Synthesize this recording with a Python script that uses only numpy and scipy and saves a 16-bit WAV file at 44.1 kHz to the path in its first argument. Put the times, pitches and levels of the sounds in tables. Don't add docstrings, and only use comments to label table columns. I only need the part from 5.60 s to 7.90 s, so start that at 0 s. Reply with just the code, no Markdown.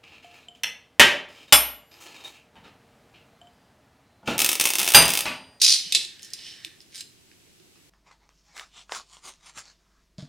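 import sys
import numpy as np
from scipy import signal
from scipy.fft import rfft, irfft, next_fast_len
from scipy.io import wavfile

SR = 44100
rng = np.random.default_rng(int(sys.argv[2]) if len(sys.argv) > 2 else 0)


def output_pcm(signal):
    pcm = np.clip(np.atleast_2d(signal).T, -1, 1) * 32767
    wavfile.write(sys.argv[1], SR, np.round(pcm).astype(np.int16))


N = 101297
T = np.arange(N) / SR
SIZE = next_fast_len(N // 2 + 4096) * 2
HZ = np.maximum(np.arange(SIZE // 2 + 1) * SR / SIZE, 1)
BINS = np.maximum(np.fft.rfftfreq(4096, 1 / SR), 1)


def amp(db):
    return 10 ** (np.asarray(db) / 20)


def rms_one(x):
    return x / np.sqrt(np.mean(x ** 2) + 1e-20)


def at_hz(points, hz):
    f, v = np.transpose(points)
    return np.interp(np.log(hz), np.log(f), v)


def level(points):
    s, db = np.transpose(points)
    return amp(np.interp(T, s, db)) * (T >= s[0]) * (T <= s[-1])


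def response(spectrum, modes=(), extra_db=0):
    db = at_hz(spectrum, BINS) + extra_db
    for hz, width_hz, lift_db in modes:
        db = db + lift_db / (1 + (2 * (BINS - hz) / width_hz) ** 2)
    cepstrum = irfft(np.log(amp(db)))
    half = len(cepstrum) // 2
    cepstrum[1:half] *= 2
    cepstrum[half + 1:] = 0
    h = irfft(np.exp(rfft(cepstrum)))[:half]
    return h / np.linalg.norm(h)


def through(x, h):
    return signal.oaconvolve(x, h)[:N]


def burst(decay_s):
    t = T[:SR // 20]
    h = rng.standard_normal(len(t)) * np.exp(-t / decay_s)
    return h / np.linalg.norm(h)


def grains(per_s, spread_db):
    sizes = amp(spread_db * np.minimum(rng.exponential(1, N), 4))
    signs = rng.choice([-1, 1], N)
    return rms_one(sizes * signs * (rng.random(N) < per_s / SR))


def pair(alike):
    c = np.clip(alike, 0, 1)
    shared = np.sqrt(c) * rng.standard_normal(N)
    return shared + np.sqrt(1 - c) * rng.standard_normal((2, N))


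# (time [s], length [s], level [dB])
SPURTS = [(0.0162, 0.0083, -14.5), (0.0285, 0.0073, -18), (0.0367, 0.0099, -16), (0.0466, 0.0059, -12.5),
          (0.062, 0.0069, -15), (0.0787, 0.011, -16), (0.094, 0.0048, -15), (0.103, 0.0073, -16.5),
          (0.1177, 0.0051, -16), (0.1247, 0.0032, -14), (0.136, 0.0086, -18.5), (0.148, .019, -25.5),
          (0.174, 0.027, -32)]
# (frequency [Hz], level [dB])
TAPE_COLOUR = [(100, -43.5), (380, -31), (900, -34.5), (1500, -28), (2100, -17), (2600, -13), (4000, -2.5),
               (5000, -2), (6100, -6), (7800, -14.5), (9400, -12), (10700, -21.5), (13000, -27.5),
               (15500, -38)]
# (frequency [Hz], width [Hz], lift [dB])
TAPE_MODES = [(2570, 160, 3.5), (3870, 60, 2), (4080, 160, 2.5), (4680, 89, 4.5), (5030, 140, 3.5),
              (5270, 90, 2.5), (6000, 120, 6.5), (9190, 130, 5), (9670, 90, 3)]
SNAPS_PER_S, SNAP_JITTER, SNAP_RING_S = 950, 0.29, 0.0011
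FIRST_SNAP_DB, SNAP_SPREAD_DB = 1, 2.5
SIZZLE_HZ, SIZZLE_DB, SIZZLE_FADE_S = 9300, 9.5, 0.028
CREEP_DB = -39.5


def rasp():
    snaps, t = np.zeros(N), T[:SR // 20]
    for s, length_s, db in SPURTS:
        gaps = np.exp(SNAP_JITTER * rng.standard_normal(size=40)) / SNAPS_PER_S
        delays = np.cumsum(gaps) - gaps[0]
        sizes = amp(SNAP_SPREAD_DB * rng.standard_normal(len(gaps)))
        sizes[0] = amp(FIRST_SNAP_DB)
        power = np.zeros(len(t))
        for delay, size in zip(delays, sizes):
            if delay < length_s:
                power += (size * (t >= delay) * np.exp(-np.abs(t - delay) / SNAP_RING_S)) ** 2
        spurt = np.sqrt(power) * rng.standard_normal(len(t))
        spurt = spurt / np.linalg.norm(spurt)
        i = int(s * SR)
        snaps[i:i + len(t)] += amp(db) * np.sqrt(length_s * SR) * spurt
    treble = irfft(rfft(snaps, SIZE) / (1 + (SIZZLE_HZ / HZ) ** 4))[:N]
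    snaps += amp(SIZZLE_DB) * np.exp(-T / SIZZLE_FADE_S) * treble
    snaps += amp(CREEP_DB) * grains(per_s=2700, spread_db=0) * (T < SPURTS[0][0])
    return through(snaps, response(TAPE_COLOUR, TAPE_MODES))


# (time [s], level [dB], decay [s], centre [Hz], lift at centre [dB],
# tilt above 1500 Hz [dB per octave], level into the room re direct [dB])
CLICKS = [(0.3233, -12.5, .0032, 2920, 6, 2, -2.5), (0.3484, -13, 0.0045, 7180, 11.5, 1.5, -3),
          (0.3494, -12.5, 0.0085, 3720, 2.5, -0.5, -4.5), (0.3552, -20, 0.0034, 4100, 4, -0.5, 0),
          (.4495, -31, 0.0035, 900, 8, 2, -16), (0.5942, -40.5, 0.0021, 2280, 1.5, -1, -13.5),
          (0.6222, -42, 0.0023, 6000, 3, 7, -5), (0.6302, -33.5, .0025, 5660, 14, 9, -3.5),
          (.647, -40, 0.0054, 5700, 8, 8.5, -2), (.7035, -45, 0.0044, 5200, 6, 8, -3),
          (0.7344, -24, 0.0027, 5800, 10, 7, -7), (0.7359, -32, 0.0042, 900, 10, 1, -3),
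          (1.0479, -22, .0012, 4100, 4, -3.5, -9), (1.0484, -30.5, 0.0017, 950, 15, 2, -5.5),
          (1.2045, -38.5, 0.0014, 4880, 13.5, -2.5, -5), (1.215, -50, 0.0044, 5000, 7, 7, -4),
          (1.3285, -48.5, .002, 1970, 12, -4, 3), (1.3472, -32.5, 0.00071, 1690, 6, 1, -1),
          (1.3574, -28.5, .0007, 1747, 14, 3.5, 1), (1.3663, -40, 0.0011, 1700, 3, 10, -4),
          (1.3789, -32.5, 0.0013, 1700, -2, 4.5, 4.5), (1.4071, -30, 0.0059, 1600, 14.5, 3.5, -8),
          (1.715, -46.5, .002, 1720, 9, -12, -4), (1.865, -60, .006, 2200, 8, -6, -5),
          (1.999, -57, .005, 2400, 1, -3, -8), (2.157, -53.5, .003, 1215, 19, -7, -1)]
# (frequency [Hz], level [dB])
SHELL_COLOUR = [(100, -51), (360, -18.5), (600, -34), (1100, -33), (1600, -21.5), (2400, -5), (4000, -4.5),
                (5000, -7), (6500, -10.5), (8800, -10.5), (10500, -17.5), (13000, -28), (15500, -32.5)]
# (frequency [Hz], width [Hz], lift [dB])
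SHELL_MODES = [(2640, 100, 3.5), (3606, 160, 3), (4150, 260, 6), (5020, 90, 8.5), (7490, 28, 10),
               (8760, 140, 2), (11900, 140, 4)]
CRACK_S, CRACK_DB = .0005, -4


def clicks():
    out = np.zeros((2, N + SR))
    for s, db, decay_s, hz, lift_db, tilt_db, room_db in CLICKS:
        hit = burst(decay_s)
        hit = hit * (1 + amp(CRACK_DB) * np.exp(-T[:len(hit)] / CRACK_S))
        octaves = np.log2(BINS / hz)
        lift = lift_db * np.exp(-(octaves / .3) ** 2)
        tilt = tilt_db * np.log2(np.maximum(BINS, 1500))
        hit = rms_one(through(hit, response(SHELL_COLOUR, SHELL_MODES, lift + tilt)))
        hit = hit * np.sqrt(decay_s * SR / 2 / len(hit))
        i = int(s * SR)
        out[:, i:i + len(hit)] += amp([[db], [db + room_db]]) * hit
    return out[:, :N]


# (time [s], level [dB])
PULL = [(.2, -44), (.43, -38.5), (.52, -70), (.62, -54.5), (.765, -55.5), (.787, -45.5), (.82, -45.5),
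        (.885, -42), (.95, -48), (1.0, -54.5), (1.06, -55.5), (1.13, -74), (1.2, -90)]
# (frequency [Hz], level [dB])
PEEL_COLOUR = [(200, -15), (700, -21.5), (1200, -26), (1900, -12), (2400, -6), (3100, -3), (4200, -2),
               (5500, -3.5), (7000, -15), (9200, -13.5), (11000, -27), (15500, -35)]
# (frequency [Hz], width [Hz], lift [dB])
PEEL_MODES = [(1780, 130, 2.4), (3035, 120, 9.3), (5300, 150, 7.8)]
# (time [s], level [dB])
HUB = [(.35, -69), (.5, -61), (.8, -62), (1.07, -57), (1.17, -67), (1.25, -87)]
# (frequency [Hz], level [dB])
HUB_COLOUR = [(500, -32), (1400, -17), (1800, -1.5), (2300, -12), (3600, -15), (5000, -18), (12000, -58)]


def unwinding():
    peel = through(grains(per_s=5000, spread_db=2), response(PEEL_COLOUR, PEEL_MODES))
    rub = through(grains(per_s=4000, spread_db=3), response(HUB_COLOUR))
    return level(PULL) * peel + level(HUB) * rub


# (time [s], level [dB])
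CRINKLE = [(1.27, -83), (1.32, -60), (1.345, -51), (1.362, -44), (1.385, -46), (1.402, -48), (1.42, -59),
           (1.45, -73), (1.5, -85)]
# (frequency [Hz], level [dB])
CRINKLE_COLOUR = [(200, -32), (1000, -16.5), (1600, -0.5), (2600, 0), (4000, 6.5), (6500, 3), (8000, -8),
                  (9500, 2), (11000, -17), (15500, -34)]


def crinkle():
    return through(level(CRINKLE) * grains(per_s=1000, spread_db=3.5), response(CRINKLE_COLOUR))


# (time [s], frequency [Hz], level [dB], length [s])
BUMPS = [(.272, 180, -49.5, 0.0095), (0.375, 346, -54.5, 0.014), (0.46, 370, -58, .011),
         (0.643, 198, -59.5, .012), (1.073, 326, -52, 0.012), (2.008, 350, -54.5, 0.0075),
         (2.19, 340, -62, 0.015)]


def bumps():
    out = np.zeros(N)
    for s, hz, db, length_s in BUMPS:
        swell = np.exp(-((T - s) / length_s) ** 2)
        out += amp(db) * swell * np.sin(2 * np.pi * (hz * T + rng.random()))
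    return out


# (frequency [Hz], T60 [s])
ROOM_T60 = [(200, 0.55), (1500, 0.42), (4000, 0.44), (8000, 0.37), (15000, 0.33)]
ROOM_ALIKE, ROOM_GAP_S, ROOM_BUILD_S = .7, 0.0022, 0.0013
EARLY_DB, EARLY_DECAY_S = 3, 0.012


def room(x):
    t = T[:SR]
    white, tail = rfft(pair(ROOM_ALIKE), SIZE), 0
    for k, (_, t60_s) in enumerate(ROOM_T60):
        share = at_hz([(hz, j == k) for j, (hz, _) in enumerate(ROOM_T60)], HZ)
        tail = tail + irfft(white * share)[:, :SR] * amp(-60 * t / t60_s)
    tail = tail * (1 + amp(EARLY_DB) * np.exp(-t / EARLY_DECAY_S))
    tail = tail * (1 - np.exp(-np.maximum(t - ROOM_GAP_S, 0) / ROOM_BUILD_S))
    return np.array([through(x, h / np.linalg.norm(h)) for h in tail])


# (frequency [Hz], level [dB])
FLOOR_COLOUR = [(25, -11), (45, -10), (65, -2.5), (125, 1.5), (200, -3), (370, 0), (480, -9.5),
                (700, -13.5), (1200, -16), (2000, -12), (2800, -10), (4000, -11.5), (6500, -13),
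                (10000, -16), (15500, -23)]
FLOOR_DB, RUMBLE_ALIKE, RUMBLE_HZ, RUMBLE_PAN_DB = -57.5, 0.26, 700, -2.5
WHINE_HZ, WHINE_WIDTH_HZ, WHINE_DB = 7883, 70, -76


def background():
    low = 1 / (1 + (HZ / RUMBLE_HZ) ** 2)
    panned = pair(RUMBLE_ALIKE) * amp([[RUMBLE_PAN_DB / 2], [-RUMBLE_PAN_DB / 2]])
    rumble = rfft(panned, SIZE) * np.sqrt(low)
    hiss = rfft(pair(0), SIZE) * np.sqrt(1 - low)
    white = irfft(rumble + hiss)[:, :N]
    floor = np.array([through(w, response(FLOOR_COLOUR)) for w in white])
    peak = 1 / (1 + (2 * (HZ - WHINE_HZ) / WHINE_WIDTH_HZ) ** 2)
    whine = irfft(rfft(pair(0), SIZE) * peak)[:, :N]
    return amp(FLOOR_DB) * floor + amp(WHINE_DB) * rms_one(whine)


# (frequency [Hz], level [dB])
WIDTH = [(400, -3.5), (1500, -11), (7000, -8), (10000, -6.5), (13000, 4)]
PAN_DB = -2


def scene():
    ripping, soft = rasp(), unwinding() + crinkle()
    knocks, knocks_to_room = clicks()
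    direct = ripping + knocks + soft + bumps()
    reflected = through(direct, burst(decay_s=.0015))
    side = irfft(rfft(reflected, SIZE) * amp(at_hz(WIDTH, HZ)))[:N]
    near = (direct + side * [[1], [-1]]) * amp([[PAN_DB / 2], [-PAN_DB / 2]])
    far = room(amp(-2.5) * ripping + amp(1.0) * knocks_to_room + amp(-7.5) * soft)
    return near + far * amp([[-.5], [.5]]) + background()


CEILING, CUTOFF_HZ = 1.73, 15800


def record(dry):
    rounded = CEILING * np.tanh(dry / CEILING)
    return irfft(rfft(rounded, SIZE) / np.sqrt(1 + (HZ / CUTOFF_HZ) ** 160))[:, :N]


dry = scene()
out = record(dry)
output_pcm(out)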